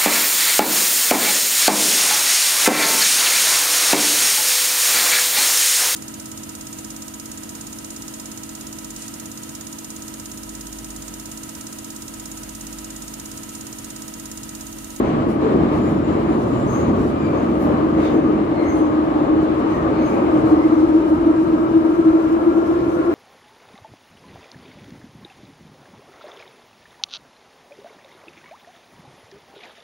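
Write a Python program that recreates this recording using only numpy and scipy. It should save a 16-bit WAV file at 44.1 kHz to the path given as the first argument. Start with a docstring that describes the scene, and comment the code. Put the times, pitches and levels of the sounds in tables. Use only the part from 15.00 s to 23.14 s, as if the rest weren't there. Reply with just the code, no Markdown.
"""Rolling noise inside a metro car in a tunnel: floor rumble, drumming panels, wheel roar and rail hiss from
shaped noise, varying along the track. Rippled rail adds a throbbing drone; gears whine as blurred tones.
Both dip slightly in pitch, then rise with the speed. The body booms and panels ring as narrow noise bands.
A flange grinds in surges, chirps, scrapes and sings faintly; a thin hiss flares and calms on straight track."""
import sys
import numpy as np
from scipy import signal
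from scipy.fft import rfft, irfft, next_fast_len
from scipy.io import wavfile
from scipy.ndimage import uniform_filter1d, map_coordinates

SR = 44100
rng = np.random.default_rng(int(sys.argv[2]) if len(sys.argv) > 2 else 0)


def unload_audio(sound):
    """Save the sound as a 16-bit wav file, at the path given as the first command line argument."""
    columns = np.transpose(np.atleast_2d(sound))
    # keep every value between -1 and 1, then stretch to whole-number steps
    steps = np.round(np.clip(columns, -1, 1) * 32767)
    wavfile.write(sys.argv[1], SR, steps.astype(np.int16))


N = 358974
TIME = np.arange(N) / SR


def amp(db):
    """Decibels to gain."""
    return 10 ** (np.asarray(db) / 20)


def unit(x):
    """Scale to rms 1."""
    return x / np.sqrt(np.mean(np.abs(x) ** 2) + 1e-20)


def along(points, hz):
    """Each column of a frequency table, read on a log axis."""
    table_hz, *columns = np.transpose(points)
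    return [np.interp(np.log(hz + 1), np.log(table_hz + 1), c) for c in columns]


def curves(rows):
    """One value per sample for each column after the time."""
    time_s, *columns = np.transpose(rows)
    return [np.interp(TIME, time_s, c) for c in columns]


def wobble(rate_hz, size=N):
    """Smooth random curve through rate_hz normal knots a second."""
    knots = rng.standard_normal(int(size * rate_hz / SR) + 4)
    return map_coordinates(knots, [TIME[:size] * rate_hz])


def swell(t, length_s):
    """Bell-shaped rise and fall around t = 0, length_s wide at half height."""
    return np.exp(-np.log(2) * (2 * t / length_s) ** 2)


def filtered(x, response):
    """Apply a response of frequency."""
    m = next_fast_len(N + SR // 2)
    return irfft(rfft(x, m) * response(np.fft.rfftfreq(m, 1 / SR)), m)[..., :N]


def rush(spectrum, patchy_db, resonances=()):
    """Two shaped noises, jointly of rms 1, with shared patches of random gain and lifted resonances."""
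    z = signal.stft(rng.standard_normal((2, N)), nperseg=512)[2]
    patches = uniform_filter1d(rng.standard_normal(z.shape[1:]), size=6, axis=0)  # over frequency
    patches = uniform_filter1d(patches, size=16, axis=1)  # over time
    pair = signal.istft(z * amp(patchy_db * unit(patches)), nperseg=512)[1][:, :N]

    def response(hz):
        lift_db = sum(db / (1 + (2 * (hz - centre) / width) ** 2) for centre, width, db in resonances)
        return amp(along(spectrum, hz)[0] + lift_db)
    return unit(filtered(pair, response))


def flutter(width_hz, size=N):
    """Two complex envelopes, jointly of rms 1, that blur a tone; width_hz is taken at half amplitude."""
    m = next_fast_len(size)
    white = rng.standard_normal((2, m)) + 1j * rng.standard_normal((2, m))
    blur = 1 + (np.fft.fftfreq(m, 1 / SR) / (width_hz / 2)) ** 2
    return unit(np.fft.ifft(white / blur)[:, :size])


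def bursts(rows):
    """Short swelling bands of noise."""
    out = np.zeros((2, N + 2 * SR))
    t = np.arange(SR) / SR - .5
    for s, hz, width_hz, db, length_s in rows:
        band = np.real(flutter(width_hz, size=SR) * np.exp(2j * np.pi * hz * t))
        start = round((s + .5) * SR)
        out[:, start:start + SR] += amp(db) * np.sqrt(2 * swell(t, length_s)) * band
    return out[:, SR:SR + N]


# level changes along the track: (time [s], length [s], shaking [dB before layer growth],
# roar [dB], boom [dB])
TRACK_CHANGES = [(0.354, .16, -3, -1, 2), (0.616, 0.14, 3, 0.5, -6), (1.66, 0.28, -2, -0.5, 12.5),
                 (1.908, .25, 4.5, -0.3, 2), (2.733, 0.15, 0, 4, 4), (3.191, 0.15, 0.5, 0, -0.5),
                 (4.4, .1, 2, -0.9, 0), (4.95, 0.4, 1, 0, 3.5), (5.425, 0.4, 0, 3, 5),
                 (5.429, .11, 2.5, 0.5, 12), (6.597, .7, 0.5, 0, 4.5), (7.898, 0.23, 0, -2.5, 9.5)]


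def track_changes():
    """Brief rises and dips of shaking, roar and boom in dB along the track."""
    return sum(np.outer(change_db, swell(TIME - s, length_s)) for s, length_s, *change_db in TRACK_CHANGES)


# flange contacts: (time [s], rise of rail hiss [dB], hold [s])
GRINDS = [(.01, 3.5, 0.11), (0.427, 4.5, 0.071), (0.607, 3, .04), (0.718, 3.5, 0.033), (0.868, 2.5, 0.033),
          (1.085, 4, .08), (1.262, 3, .08), (1.535, 2.5, .04), (1.737, 4, 0.13), (1.95, 3, 0.067),
          (2.209, 1, .04), (2.345, 3.5, .08), (2.653, 1, 0.16), (3.004, 3, 0.094), (3.587, 1, .06)]
GRIND_ATTACK_S, GRIND_RELEASE_S = 0.035, 0.095


def grinding():
    """Rise in dB: each flange contact sets in before its listed time, holds and dies away."""
    def contact(t, hold_s):
        attack = np.clip(1 + t / GRIND_ATTACK_S, 0, 1)
        return attack * np.exp(-np.maximum(t - hold_s, 0) / GRIND_RELEASE_S)
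    return np.max([db * contact(TIME - s, hold_s) for s, db, hold_s in GRINDS], axis=0)


# slow course of the ride: (time [s], floor rumble [dB], panel drumming [dB], rolling roar [dB])
RIDE = [(0, -32, -20, -25), (1.6, -34, -20.5, -25.5), (3.25, -34, -22, -24), (3.7, -36.5, -28, -23.5),
        (5, -36, -24, -21.5), (6.1, -36, -27.5, -26.5), (7, -39.5, -30.5, -27), (8.1, -40.5, -30.5, -26)]
# floor noise shape: (frequency [Hz], relative density [dB])
RUMBLE_SPECTRUM = [(20, -41.5), (33, -24.5), (50, -1.5), (70, -3), (105, -1.5), (135, -11.5), (200, -17.5),
                   (400, -60.5), (1500, -120)]
# floor resonances: (frequency [Hz], width [Hz], lift [dB])
FLOOR_MODES = [(57, 22, 4), (82.4, 20, 9.5), (134, 10, 2.5)]


def rumble():
    """The track shakes the floor, which resonates in the bass."""
    jolt_db = 1.3 * track_changes()[0]
    return amp(curves(RIDE)[0] + jolt_db) * rush(RUMBLE_SPECTRUM, patchy_db=0.0, resonances=FLOOR_MODES)


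# panel noise shape: (frequency [Hz], relative density [dB])
PANEL_SPECTRUM = [(30, -61), (70, -22.5), (118, -5), (150, 1), (185, 0), (215, 5.5), (270, 3.5), (380, 1),
                  (435, -5), (490, -10), (800, -32.5), (2500, -120)]


def panels():
    """The shaken panels drum above the floor rumble."""
    jolt_db = 0.83 * track_changes()[0]
    return amp(curves(RIDE)[1] + jolt_db) * rush(PANEL_SPECTRUM, patchy_db=0.87)


# roar shape: (frequency [Hz], relative density [dB])
ROAR_SPECTRUM = [(30, -63), (150, -21), (280, 6.5), (370, 2), (435, 5), (475, -0.5), (560, 4), (680, 0),
                 (790, -3), (1010, -5.5), (1110, -2), (1240, -3.5), (1350, -11), (1800, -20.5),
                 (6000, -120)]


def roar():
    """The wheels roar in the tunnel, varying along the track and surging with the grinding."""
    level_db = curves(RIDE)[2] + track_changes()[1] + 0.95 * grinding()
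    return amp(level_db) * rush(ROAR_SPECTRUM, patchy_db=1.0)


# rail hiss shape: (frequency [Hz], relative density [dB])
RAIL_SPECTRUM = [(300, -62), (900, -22), (1500, -2.5), (1800, -0.5), (2250, -0.5), (2700, -4), (3000, -4.5),
                 (3300, -9), (4000, -10.5), (5000, -19), (6000, -23), (7300, -22.5), (8500, -29.5),
                 (16000, -45.5)]
# rail hiss: (time [s], level [dB re roar course])
RAIL_LEVEL = [(0, -18.5), (2.3, -19.5), (3.3, -20), (4.5, -20.5), (5.2, -20), (6.2, -18.5), (8.1, -18)]


def rail_hiss():
    """The rails hiss with the rolling, surging where a flange grinds."""
    level_db = curves(RIDE)[2] + curves(RAIL_LEVEL)[0]
    surge_db = 0.4 * track_changes()[1] + grinding()
    return amp(level_db + surge_db + 0.56 * wobble(45)) * rush(RAIL_SPECTRUM, patchy_db=0.76)


# rail ripples passing the wheels, proportional to speed: (time [s], drone pitch [Hz])
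RIPPLE_PITCH = [(0, 318), (2.5, 316), (4, 315), (5.5, 317), (6.3, 321), (7.1, 326), (7.65, 334), (8.1, 337)]


def ripple_phase():
    """Phase of the rail ripples passing under the wheels."""
    return 2 * np.pi * np.cumsum(curves(RIPPLE_PITCH)[0]) / SR


# drone: (time [s], level [dB])
DRONE_LEVEL = [(0, -26), (.7, -22), (1.7, -27.5), (2.5, -23.5), (3.3, -17.5), (3.55, -23.5), (3.75, -17.5),
               (4.35, -19.5), (4.95, -21), (5.9, -16.5), (6.35, -18), (7.1, -17), (7.6, -18), (8.1, -18)]
# loud throbs of the drone: (time [s], peak level [dB], length [s])
THROBS = [(1.307, -12.5, 0.026), (2.849, -14.5, 0.037), (2.987, -14.5, 0.035), (3.191, -12, 0.016),
          (3.264, -15, .044), (3.629, -14.5, 0.016), (3.751, -15, 0.023), (3.824, -11, 0.015),
          (3.983, -13, 0.023), (4.335, -13, 0.03), (4.386, -13, 0.04), (4.586, -15, .03),
          (5.225, -11.5, 0.0087), (5.349, -12, 0.027), (5.461, -14, .025), (5.534, -5.5, 0.02),
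          (5.6, -11.5, 0.016), (5.659, -8.5, 0.03), (5.731, -8, 0.019), (5.787, -9, 0.015),
          (5.841, -9, 0.028), (5.918, -10.5, .02), (5.954, -8.5, 0.04), (6.126, -9.5, 0.023),
          (6.272, -6.5, 0.014), (6.305, -8, 0.022), (6.395, -12.5, .04), (6.541, -10, 0.019),
          (6.767, -7.5, 0.032), (6.86, -11, .026), (6.903, -12, .022), (6.998, -8, 0.014),
          (7.08, -7.5, 0.046), (7.154, -8, 0.026), (7.329, -12, 0.03), (7.479, -8, 0.024),
          (7.58, -10, 0.028), (7.701, -12, 0.018)]


def drone(core_db, beat_db, waver_hz):
    """Wheels on rippled rail: a narrow tone with quick random beats and some loud throbs."""
    tone = amp(core_db) * flutter(width_hz=19) + amp(beat_db) * flutter(width_hz=54)
    slow_power = uniform_filter1d(np.abs(tone) ** 2, size=SR // 8, axis=1)
    tone /= np.sqrt(np.abs(slow_power))  # quick beats, even slow level
    tone *= amp(curves(DRONE_LEVEL)[0])
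    for s, db, length_s in THROBS:
        throb = swell(TIME - s, length_s)
        heading = np.exp(1j * np.angle(np.sum(throb * tone[0])))
        waver = np.exp(2j * np.pi * waver_hz * rng.standard_normal() * (TIME - s))
        tone[0] += throb * (amp(db) * heading * waver - tone[0])
    return np.sqrt(2) * np.real(tone * np.exp(1j * ripple_phase()))


# gear whine: (time [s], gain [dB])
GEAR_LEVEL = [(0, -58), (3, -53.5), (5.3, -41), (6.2, -37.5), (7.3, -38), (8.1, -38.5)]
# gear lines: (multiple of drone pitch, width [Hz], gain at WHINE_S [dB re gear gain], growth [dB/s])
GEAR_LINES = [(1.49, 29.84, -9, 3.5), (1.97, 69.6, 5.5, 0.5), (2.92, 84.8, 1.5, -2.3),
              (3.2, 54.6, -1.5, 3.5), (3.9, 80.2, -2.5, -1), (4.12, 89.9, 2, .8), (4.97, 110.6, -8, 0)]
WHINE_S = 7.0


def whine():
    """Blurred lines of the running gear follow the speed; some grow as others fade."""
    phase = ripple_phase()
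    lines = 0
    for order, width_hz, db, growth_db_per_s in GEAR_LINES:
        line = np.real(flutter(width_hz) * np.exp(1j * order * phase))
        lines = lines + amp(db + growth_db_per_s * (TIME - WHINE_S)) * line
    return amp(curves(GEAR_LEVEL)[0]) * lines


def boom(pitch_hz, width_hz, re_panels_db):
    """One low resonance of the car body swells now and then."""
    level_db = curves(RIDE)[1] + re_panels_db + track_changes()[2]
    return amp(level_db) * unit(np.real(flutter(width_hz) * np.exp(2j * np.pi * pitch_hz * TIME)))


def tunnel(x, t60_s):
    """The walls smear a short sound into two fresh decaying tails, keeping its energy."""
    t = np.arange(SR // 2) / SR
    tail = rng.standard_normal((2, len(t))) * amp(-60 * t / t60_s)
    return unit(signal.fftconvolve(x[None], tail, axes=1)[:, :len(x)]) * np.std(x)


# flange chirps: (time [s], pitch [Hz], level before tunnel smear [dB], length [s], octave [dB re tone])
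CHIRPS = [(0.045, 6350, -59, .07, -25), (0.831, 7060, -53.5, 0.082, -25), (.85, 9660, -61.5, 0.045, -25),
          (1.035, 7230, -54, 0.03, -27), (1.098, 6900, -60, .04, -25), (1.29, 6880, -59, .06, -23),
          (1.3, 9330, -62, .07, -23), (1.43, 7150, -66, 0.054, -23), (1.555, 6940, -57, .06, -23),
          (1.717, 6500, -42, 0.054, -17), (1.756, 6850, -55, .09, -27), (1.808, 6600, -50, .018, -25),
          (2.219, 7030, -56.5, 0.051, -26), (2.239, 2380, -45.5, 0.12, -12), (2.36, 6470, -57, 0.054, -25),
          (3.042, 6470, -58, 0.18, -14), (3.053, 3560, -46.5, 0.042, -22), (3.585, 4200, -47.5, 0.028, -23),
          (3.615, 2113, -39.5, 0.1, -23), (3.686, 6370, -46, 0.047, -15.5), (3.79, 6400, -56, .06, -24),
          (4.197, 6700, -64, .05, -23), (4.712, 6280, -58, .06, -20), (4.75, 1860, -41.5, 0.069, -28),
          (5.045, 6440, -52, .08, -15), (5.075, 9400, -58, .025, -27), (5.088, 7100, -55, .025, -21),
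          (5.471, 4260, -59, 0.11, -24), (5.613, 2090, -42.5, .05, -21)]


def chirps(sag_per_s, t60_s, octave_t60_s, ragged_db):
    """Flange stick-slip makes the wheel sing a ragged, sagging tone; its octave needs the hardest contact."""
    out = np.zeros((2, N + 2 * SR))
    t = np.arange(SR) / SR - .5
    for s, hz, db, length_s, octave_db in CHIRPS:
        slip_hz = (55 + .021 * hz) * flutter(width_hz=300, size=SR)[0].real
        phase = 2 * np.pi * np.cumsum(hz * (1 - sag_per_s * t) + slip_hz) / SR
        contact = swell(t, length_s)
        tone = tunnel(np.sqrt(2 * contact) * np.sin(phase), t60_s)
        octave = tunnel(np.sqrt(2) * contact * np.sin(2 * phase), octave_t60_s)
        chatter = unit(amp(ragged_db * wobble(170, size=SR)))
        start = round((s + .5) * SR)
        out[:, start:start + SR] += amp(db) * chatter * (tone + amp(octave_db) * octave)
    return out[:, SR:SR + N]


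# scraping noise: (time [s], centre [Hz], width [Hz], level [dB], length [s])
SCRAPES = [(.322, 10200, 3500, -59.5, 0.054), (2.025, 7800, 7000, -61, .03),
           (2.636, 11600, 1480, -57.5, 0.06), (3.05, 2210, 895, -43.5, 0.12),
           (3.06, 3580, 2400, -46.5, 0.066), (3.68, 2116, 201, -45, .1), (3.78, 9400, 3940, -56.5, 0.052),
           (5.1, 2298, 645, -43.5, .28), (5.0, 4290, 700, -54, .08), (5.63, 2100, 200, -49, .09)]


def scrapes():
    """Noise bands, mostly broad, as steel slides on steel; two narrow ones roughen the 2.1 kHz chirps."""
    return bursts(SCRAPES)


# flange singing: (time [s], level [dB])
SINGING_LEVEL = [(0, -73), (.5, -69), (.85, -76), (1.7, -61), (2.25, -70), (2.6, -72), (5.1, -73),
                 (8.1, -87)]


def singing(pitch_hz, upper_hz, upper_db, width_hz, ragged_db, drift_hz):
    """The brushing flange makes two wheel modes sing faintly, drifting in pitch together."""
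    drift_cycles = drift_hz * np.cumsum(wobble(6)) / SR

    def mode(hz):
        return np.real(flutter(width_hz) * np.exp(2j * np.pi * (hz * TIME + drift_cycles)))
    tone = mode(pitch_hz) + amp(upper_db) * mode(upper_hz)
    return amp(curves(SINGING_LEVEL)[0]) * unit(amp(ragged_db * wobble(20)) * tone)


# thin hiss shape: (frequency [Hz], relative density [dB])
THIN_SPECTRUM = [(1000, -62), (2500, -9), (5000, 8.5), (7600, 4), (8600, 1.5), (10000, 0.5), (12500, -2),
                 (14000, -5.5), (15800, -10.5)]
# thin hiss: (time [s], level [dB])
THIN_LEVEL = [(0, -61), (1.6, -60), (2.7, -61), (3.35, -62.5), (3.8, -63), (4.9, -61.5), (5.5, -57),
              (6.3, -57.5), (8.1, -55.5)]
# hiss flares: (time [s], rise [dB], length [s])
FLARES = [(0.321, 7, .06), (0.757, 7, .07), (0.906, 6, .07), (1.105, 3, 0.044), (1.455, 4.2, 0.18),
          (1.776, 5.5, .12), (2.047, 7.5, 0.13), (2.381, 3, .1), (2.533, 3.5, .1), (2.664, 6, 0.17),
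          (3.066, 6.5, .16), (3.626, 7, .04), (3.795, 6.5, 0.099), (4.117, 3.5, .04), (4.441, 6, 0.036),
          (4.613, 4.5, .04), (4.766, 4.5, .07), (5.144, 4.5, .11), (5.397, 4.5, .05), (5.52, 3.5, .08),
          (5.808, 2, 0.11), (6.101, 1.5, .05), (6.948, 3, .03), (7.318, 2.5, 0.046), (7.912, 2, .05)]
STRAIGHT_S, EASE_S = 6.0, .8  # rubbing eases off over EASE_S, ending at STRAIGHT_S


def thin_hiss():
    """Thin noise flares now and then and stays restless while the flange rubs."""
    rubbing = np.clip((STRAIGHT_S - TIME) / EASE_S, 0, 1)
    flicker_db, unrest_db = 0.99 * wobble(55), 1.4 * wobble(22)
    flares_db = sum(db * swell(TIME - s, length_s) for s, db, length_s in FLARES)
    level_db = curves(THIN_LEVEL)[0] + flares_db + rubbing * unrest_db + flicker_db
    return amp(level_db) * rush(THIN_SPECTRUM, patchy_db=1.8)


# panel rings: (time [s], pitch [Hz], width [Hz], level [dB], length [s])
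RINGS = [(.465, 431, 45, -23, 0.048), (3.18, 435, 35, -24.5, .17), (5.2, 553, 45, -28, 0.075),
         (7.95, 508, 25, -33.5, .3)]


def rings():
    """A panel rings briefly and softly: narrow noise bands."""
    return bursts(RINGS)


# microphone pair, nominal: (frequency [Hz], coherence, left phase lead [rad], left minus right [dB])
PORTS = [(60, .96, 0, -1.4), (180, .95, .12, -2.4), (250, .86, .55, -1), (320, .86, .8, 1.6),
         (440, .68, 1, 1.8), (540, .42, 1.5, 4), (720, .3, 1.9, .6), (1000, .25, 2.2, 3.2),
         (1330, .5, 4, 4.3), (1800, .18, 5.6, 4.4), (2250, .2, 7.5, 3.8), (2600, .15, 8.2, .8),
         (7000, .03, 9, 1.6), (13000, .03, 9, 5)]


def microphones(pair):
    """Two unrelated fields mix into two ports: alike in the bass, left leading and mostly louder higher up."""
    def port(side):
        def response(hz):
            alike, lead_rad, balance_db = along(PORTS, hz)
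            turn = np.arccos(np.clip(alike, 0, 1)) / 2
            mix = np.array([np.cos(turn), side * np.sin(turn)])
            return mix * amp(side * balance_db / 2) * np.exp(.5j * side * lead_rad)
        return filtered(pair, response).sum(axis=0)
    return np.array([port(0.96), port(-0.97)])  # left, right


def scene():
    """Sum the running noise and the flange sounds at the microphones."""
    running = rumble() + panels() + roar() + rail_hiss()
    running += drone(core_db=-3.0, beat_db=-1.0, waver_hz=3.2) + whine()
    running += boom(pitch_hz=124.2, width_hz=32, re_panels_db=-16.5) + rings()
    flanges = chirps(sag_per_s=0.1, t60_s=0.46, octave_t60_s=.3, ragged_db=1.5) + scrapes() + thin_hiss()
    flanges += singing(pitch_hz=7330, upper_hz=9400, upper_db=-6.0, width_hz=380, ragged_db=4.0, drift_hz=90)
    return microphones(running + flanges)


TOP_HZ = 15760


def record(dry):
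    """Keep nothing at or above the band limit."""
    return filtered(dry, lambda hz: hz < TOP_HZ)


dry = scene()
out = record(dry)
unload_audio(out)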